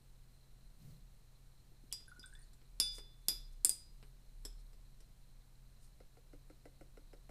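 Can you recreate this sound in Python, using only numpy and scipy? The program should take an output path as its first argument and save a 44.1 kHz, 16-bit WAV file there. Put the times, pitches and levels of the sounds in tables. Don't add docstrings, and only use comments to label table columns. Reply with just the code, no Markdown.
import sys
import numpy as np
from scipy import signal
from scipy.fft import rfft, irfft, next_fast_len
from scipy.io import wavfile
from scipy.ndimage import map_coordinates

SR = 44100
rng = np.random.default_rng(int(sys.argv[2]) if len(sys.argv) > 2 else 0)


def dump_mix(stems):
    frames = np.atleast_2d(stems).T
    limited = np.clip(frames, -1, 1)
    pcm = np.round(limited * 32767).astype(np.int16)
    wavfile.write(sys.argv[1], SR, pcm)


N = 321930

# (frequency [Hz], level [dB])
HANDLE_CLICK = [(150, -45), (600, -26), (2000, -20), (3200, -5.5), (4300, -7.5), (5200, 6.5), (6400, -9.5),
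                (7800, 2.5), (8700, -4.5), (9600, -3.5), (10300, -3.5), (11300, 0), (13000, -17),
                (15000, -24.5)]
# (frequency [Hz], level [dB])
DESK_THUD = [(60, -21.5), (170, -3), (280, 1.5), (450, -3), (700, -8), (1200, -10), (2500, -10.5),
             (5000, -15.5), (12000, -61.5)]


def amp(db):
    return 10 ** (np.asarray(db) / 20)


def unit(x):
    return x / np.sqrt(np.mean(x ** 2) + 1e-20)


def along(points, hz):
    freqs, values = np.transpose(points)
    return np.interp(np.log(hz + 1), np.log(freqs + 1), values)


def clock(count=N):
    return np.arange(count) / SR


def wobble(rate):
    return map_coordinates(rng.standard_normal(int(N * rate / SR) + 4), [clock() * rate])


def swell(s, attack_s, hold_s, t60):
    t = clock() - s
    return np.clip(t / attack_s, 0, 1) * amp(-60 * np.maximum(t - attack_s - hold_s, 0) / t60)


def filtered(x, response):
    size = next_fast_len(N + SR // 2)
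    return irfft(rfft(x, size) * response(np.fft.rfftfreq(size, 1 / SR)), size)[..., :N]


def noise(spectrum):
    return unit(filtered(rng.standard_normal(N), lambda hz: amp(along(spectrum, hz))))


def tone(hz, drift_hz, rate):
    return unit(np.sin(2 * np.pi * np.cumsum(hz + drift_hz * wobble(rate)) / SR))


def pulse(spectrum, size=2048):
    cepstrum = irfft(np.log(amp(along(spectrum, np.fft.rfftfreq(size, 1 / SR)))))
    fold = 1 + np.sign(np.fft.fftfreq(size))
    shape = irfft(np.exp(rfft(cepstrum * fold)))
    return np.pad(shape / np.abs(shape).max(), (0, SR // 2 - size))


def add(track, s, sound):
    start = round(s * SR)
    track[start:start + len(sound)] += sound[:len(track) - start]


def chatter(x, share, t60):
    t = clock(count=1024)
    rebounds = rng.standard_normal(len(t)) * amp(-60 * t / t60)
    return x + share * signal.fftconvolve(x, rebounds / np.linalg.norm(rebounds))[:len(x)]


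def ring(modes, scatter_db, flutter=0, flutter_rate=45):
    t = clock(count=SR // 2)
    out = np.zeros(len(t))
    for k, (hz, db, t60) in enumerate(modes):
        knots = rng.standard_normal((2, 128))
        tremble, drift = (np.interp(t * flutter_rate, np.arange(len(row)), row) for row in knots)
        level_db = db + scatter_db * rng.normal() - 60 * t / t60
        envelope = amp(level_db) * (1 + flutter * tremble)
        out += (-1) ** k * envelope * np.sin(2 * np.pi * hz * t + flutter * drift)
    return out


def in_room(x, near_db, wall_db, near_t60=0.089):
    # (frequency [Hz], t60 [s])
    wall_decay = [(200, 0.42), (1000, 0.39), (4000, 0.45), (9000, 0.27), (15000, 0.25)]
    hz, s, bands = signal.stft(rng.standard_normal(SR // 2), SR, nperseg=256)
    walls = signal.istft(bands * amp(-60 * s / along(wall_decay, hz)[:, None]), SR)[1]
    t = clock(count=len(walls))
    walls *= 1 - np.exp(-t / 0.0033)
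    near = rng.standard_normal(len(t)) * amp(-60 * t / near_t60) * (t > .001)
    echo = amp(near_db) * near / np.linalg.norm(near) + amp(wall_db) * walls / np.linalg.norm(walls)
    return signal.fftconvolve(x, echo + (t == 0))


def compression_flicker():
    # (frequency [Hz], level [dB])
    artefact_band = [(7000, -41.5), (8200, 0), (9000, -1), (10700, -10), (11700, -1.5), (12800, -14)]
    return amp(-92 + 5 * wobble(14)) * noise(artefact_band)


def room_tone(whine_hz=4090, whine_half_width_hz=260):
    # (frequency [Hz], level [dB])
    air_colour = [(15, 6.5), (50, -3.5), (75, -6.5), (110, -10.5), (190, -15), (300, -23), (600, -26.5),
                  (1300, -31), (3500, -35), (7200, -35), (8700, -34), (10800, -37.5), (11700, -34.5),
                  (13000, -40.5), (15000, -38)]
    hum = amp(-71.5 + 1.5 * wobble(8.3)) * tone(hz=129.2, drift_hz=2, rate=11)
    white = rng.standard_normal(N)
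    narrow_band = unit(filtered(white, lambda hz: 1 / (1 + ((hz - whine_hz) / whine_half_width_hz) ** 2)))
    air = amp(-61.5) * noise(air_colour)
    whine = amp(-83 + 3 * wobble(90)) * narrow_band
    return hum + air + whine


def stand_sway(rest_db=-62):
    # (time [s], level [dB])
    jolts = [(2.08, -64.5), (2.68, -55), (3.3, -51.5), (3.85, -57.5), (4.32, -50.5)]
    jolt_power = sum((amp(db) * swell(s, attack_s=.06, hold_s=.2, t60=.6)) ** 2 for s, db in jolts)
    rest = amp(rest_db + 2.5 * wobble(6))
    return np.sqrt(rest ** 2 + jolt_power) * amp(wobble(16)) * tone(hz=33.7, drift_hz=2.2, rate=11)


def rustle():
    # (frequency [Hz], level [dB])
    soft_colour = [(60, -16), (140, 6), (200, -0.5), (300, -16), (500, -20.5), (900, -34), (4000, -32.5)]
    return amp(-59.5) * swell(s=0.764, attack_s=.06, hold_s=.1, t60=.45) * noise(soft_colour)


def arm_bumps():
    # (time [s], level [dB])
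    landings = [(1.718, -60.5), (1.838, -56), (2.19, -56)]
    # (frequency [Hz], level [dB])
    bump_colour = [(100, -8), (220, 4.5), (400, -1), (600, -19), (1200, -36), (4000, -58)]
    out = np.zeros(N)
    for s, db in landings:
        add(out, s, in_room(amp(db) * pulse(bump_colour), near_db=-6, wall_db=-10))
    return out


def desk_knocks(hollow_db=-20):
    # (time [s], thud [dB], click [dB])
    knocks = [(2.004, -56.5, -56), (2.533, -59, -55), (2.616, -56.5, -72), (2.9834, -41, -45.5),
              (4.028, -46, -60), (4.4512, -41, -34), (4.732, -57.5, -61), (5.005, -56, -53.5)]
    # (frequency [Hz], level [dB], t60 [s])
    hollow_modes = [(255, -16, .12), (405, -1, .22), (465, -7, .12), (5280, -4, .04), (7850, -4, .04)]
    out = np.zeros(N)
    for s, thud_db, click_db in knocks:
        thud = amp(thud_db) * pulse(DESK_THUD)
        click = amp(click_db) * chatter(pulse(HANDLE_CLICK), share=1.2, t60=.014)
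        add(out, s, in_room(thud + click, near_db=2.5, wall_db=-6))
        add(out, s, amp(thud_db + hollow_db) * ring(hollow_modes, scatter_db=1))
    return out


def bristle_wipes(grain_db=3):
    # (time [s], half length [s], level [dB])
    strokes = [(2.96, 0.041, -59.5), (3.532, 0.007, -69.5), (4.602, .012, -73.5), (5.843, 0.035, -71.5)]
    # (frequency [Hz], level [dB])
    bristle_colour = [(2000, -22), (6000, -7.5), (7500, -8.5), (9000, -3), (11500, -15.5), (15000, -18)]
    envelope = sum(amp(db) * np.exp(-((clock() - s) / half) ** 2) for s, half, db in strokes)
    hiss = unit(noise(bristle_colour) * amp(grain_db * wobble(660)))
    return in_room(envelope * hiss, near_db=-16, wall_db=-13.5)[:N]


def water_fizz(from_s=2.0, to_s=2.5, faintest_db=-70, spread_db=10, count=36):
    out, t = np.zeros(N), clock(count=512)
    for when, strength, pitch in rng.random((count, 3)):
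        hz = np.interp(pitch, [0, 1], [3000, 10500])
        bubble = np.exp(-t * hz / 5.5) * np.sin(2 * np.pi * hz * t)
        add(out, from_s + when * (to_s - from_s), amp(faintest_db + spread_db * strength) * bubble)
    return in_room(out, near_db=-10, wall_db=-9)[:N]


def water_drips(rise=0.16, ring_cycles=65):
    # (time [s], starting frequency [Hz], level [dB])
    drips = [(1.916, 3200, -50), (2.079, 1520, -52.5), (2.082, 10240, -49), (2.116, 1416, -51),
             (2.239, 1478, -48.5), (2.26, 8600, -43.5), (2.327, 1580, -56), (2.337, 8400, -49),
             (2.351, 1735, -61), (2.385, 1830, -66), (2.392, 8870, -53), (2.417, 8750, -54),
             (2.428, 4360, -61)]
    out, t = np.zeros(N), clock(count=SR // 4)
    for s, hz, db in drips:
        t60 = ring_cycles / hz
        pitch = hz * (1 + rise * np.minimum(t / t60, 1))
        envelope = amp(db - 60 * t / t60) * (1 - np.exp(-t * hz))
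        bubble = envelope * np.sin(2 * np.pi * np.cumsum(pitch) / SR)
        add(out, s, in_room(chatter(bubble, share=.6, t60=.04), near_db=-5, wall_db=-5))
    return out


def palette_dabs():
    # (time [s], gain [dB])
    strokes = [(6.003, -48), (6.170, -50), (6.332, -47.5), (6.499, -46.5), (6.655, -42), (6.810, -44.5),
               (6.972, -45.5), (7.132, -44), (7.293, -43)]
    # (frequency [Hz], level [dB], t60 [s])
    palette_modes = [(290.5, -6, 0.092), (378, -4, 0.036), (474, -3, 0.04), (547.5, -3, 0.037),
                     (737, -6, 0.021), (1356, -11.5, 0.022), (1520, -14, 0.015), (2090, -8, 0.012),
                     (2880, -18.5, 0.0075)]
    out = np.zeros(N)
    for s, db in strokes:
        plastic = amp(-5.5) * ring(palette_modes, scatter_db=1)
        thud = amp(-15) * pulse(DESK_THUD)
        click = amp(-16) * chatter(pulse(HANDLE_CLICK), share=2, t60=0.051)
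        add(out, s, in_room(amp(db) * (plastic + thud + click), near_db=-2, wall_db=-13))
    return out


def handle_rattle(t60, first_gap_s=0.0041, last_gap_s=0.0013, rebound_db=-11, count=90):
    gaps = last_gap_s + (first_gap_s - last_gap_s) * .5 ** np.arange(count)
    times = np.cumsum(gaps * np.exp(0.23 * rng.standard_normal(count)))
    sizes = amp(rebound_db - 60 * times / t60 + rng.standard_normal(count))
    sizes *= rng.choice([-1, 1], count) / np.arange(1, count + 1) ** 1.2
    train = np.bincount(np.round(times * SR).astype(int), sizes)
    train[0] = 1
    return train


def jar_clinks():
    # (time [s], click [dB], ferrule [dB], tip [dB], low ring [dB], middle ring [dB],
    # high ring [dB], share of the free ring time [ratio], rattle t60 [s])
    hits = [(1.926, -23, -28, -51, -59, -44, -64, 0.65, 0.077),
            (2.195, -43.5, -76, -70, -78, -56, -84, 0.51, 0.054),
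            (2.23, -55, -72, -78, -53, -82, -83, 0.32, .05),
            (2.352, -56, -79, -80, -56.5, -72, -80, 0.094, .08),
            (2.8005, -12.5, -24, -26.5, -37.5, -31, -42.5, 0.83, 0.28),
            (3.2845, -12.5, -31.5, -19, -43, -35, -44, 0.53, .05),
            (3.648, -17.5, -9.5, -25, -55.5, -45, -28.5, 0.39, .05),
            (3.6944, -27, -13, -37, -68.5, -45, -44.5, 0.89, .02)]
    # (frequency [Hz], level [dB], free t60 [s])
    jar_modes = [(1459, -23, .33), (2342, -23, .5), (2606, -21, .3), (3494, -1.5, .68), (3763, -11.5, .45),
                 (4646, -24, .35), (4912, 2.5, .42), (5064, -11, .18), (5218, -13, .15), (6062, -19, .3),
                 (7219, -16, .28), (7750, -12, .25), (8440, -13, .22), (8882, -2, .25), (9595, 2, .22),
                 (10040, -13, .16), (10755, -12, .2), (11260, -12, .2), (13085, -14, .2)]
    # (frequency [Hz], level [dB])
    ferrule_colour = [(1000, -41), (5000, -20), (6700, -12), (7700, 0), (9600, 1), (11500, -11),
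                      (13000, -17), (15000, -15.5)]
    # (frequency [Hz], level [dB])
    tip_colour = [(1000, -41), (8000, -25.5), (10300, -8), (11300, 1), (12400, -6), (13300, -16),
                  (15000, -16.5)]
    out = np.zeros(N)
    for s, click_db, ferrule_db, tip_db, low_db, middle_db, high_db, ring_share, rattle_t60 in hits:
        click = amp(click_db) * chatter(pulse(HANDLE_CLICK), share=1, t60=.012)
        tip = amp(tip_db) * chatter(pulse(tip_colour), share=.85, t60=.004)
        ferrule = amp(ferrule_db) * chatter(pulse(ferrule_colour), share=.6, t60=.006)
        contact = signal.fftconvolve(click + tip + ferrule, handle_rattle(rattle_t60))
        add(out, s, in_room(contact, near_db=-6, wall_db=-11))
        weights = [(3800, low_db), (4600, middle_db), (6000, middle_db), (7500, high_db)]
        modes = [(hz, db + along(weights, hz), ring_share * t60) for hz, db, t60 in jar_modes]
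        glass = ring(modes, scatter_db=.7, flutter=.3)
        add(out, s, in_room(glass, near_db=-22, wall_db=-15))
        thud_gain = amp(click_db - 26) + amp(ferrule_db - 33.5) + amp(tip_db - 15.5)
        add(out, s, in_room(thud_gain * pulse(DESK_THUD), near_db=-1, wall_db=-6.5))
    return out


def scene():
    contacts = jar_clinks() + desk_knocks() + arm_bumps()
    water = water_drips() + water_fizz()
    brushwork = bristle_wipes() + palette_dabs()
    background = stand_sway() + rustle() + room_tone() + compression_flicker()
    mono = background + brushwork + water + contacts
    return np.array([mono, mono])


def record(dry, top_hz=15300):
    return filtered(dry, lambda hz: 1 / (1 + (hz / top_hz) ** 120))


dry = scene()
out = record(dry)
dump_mix(out)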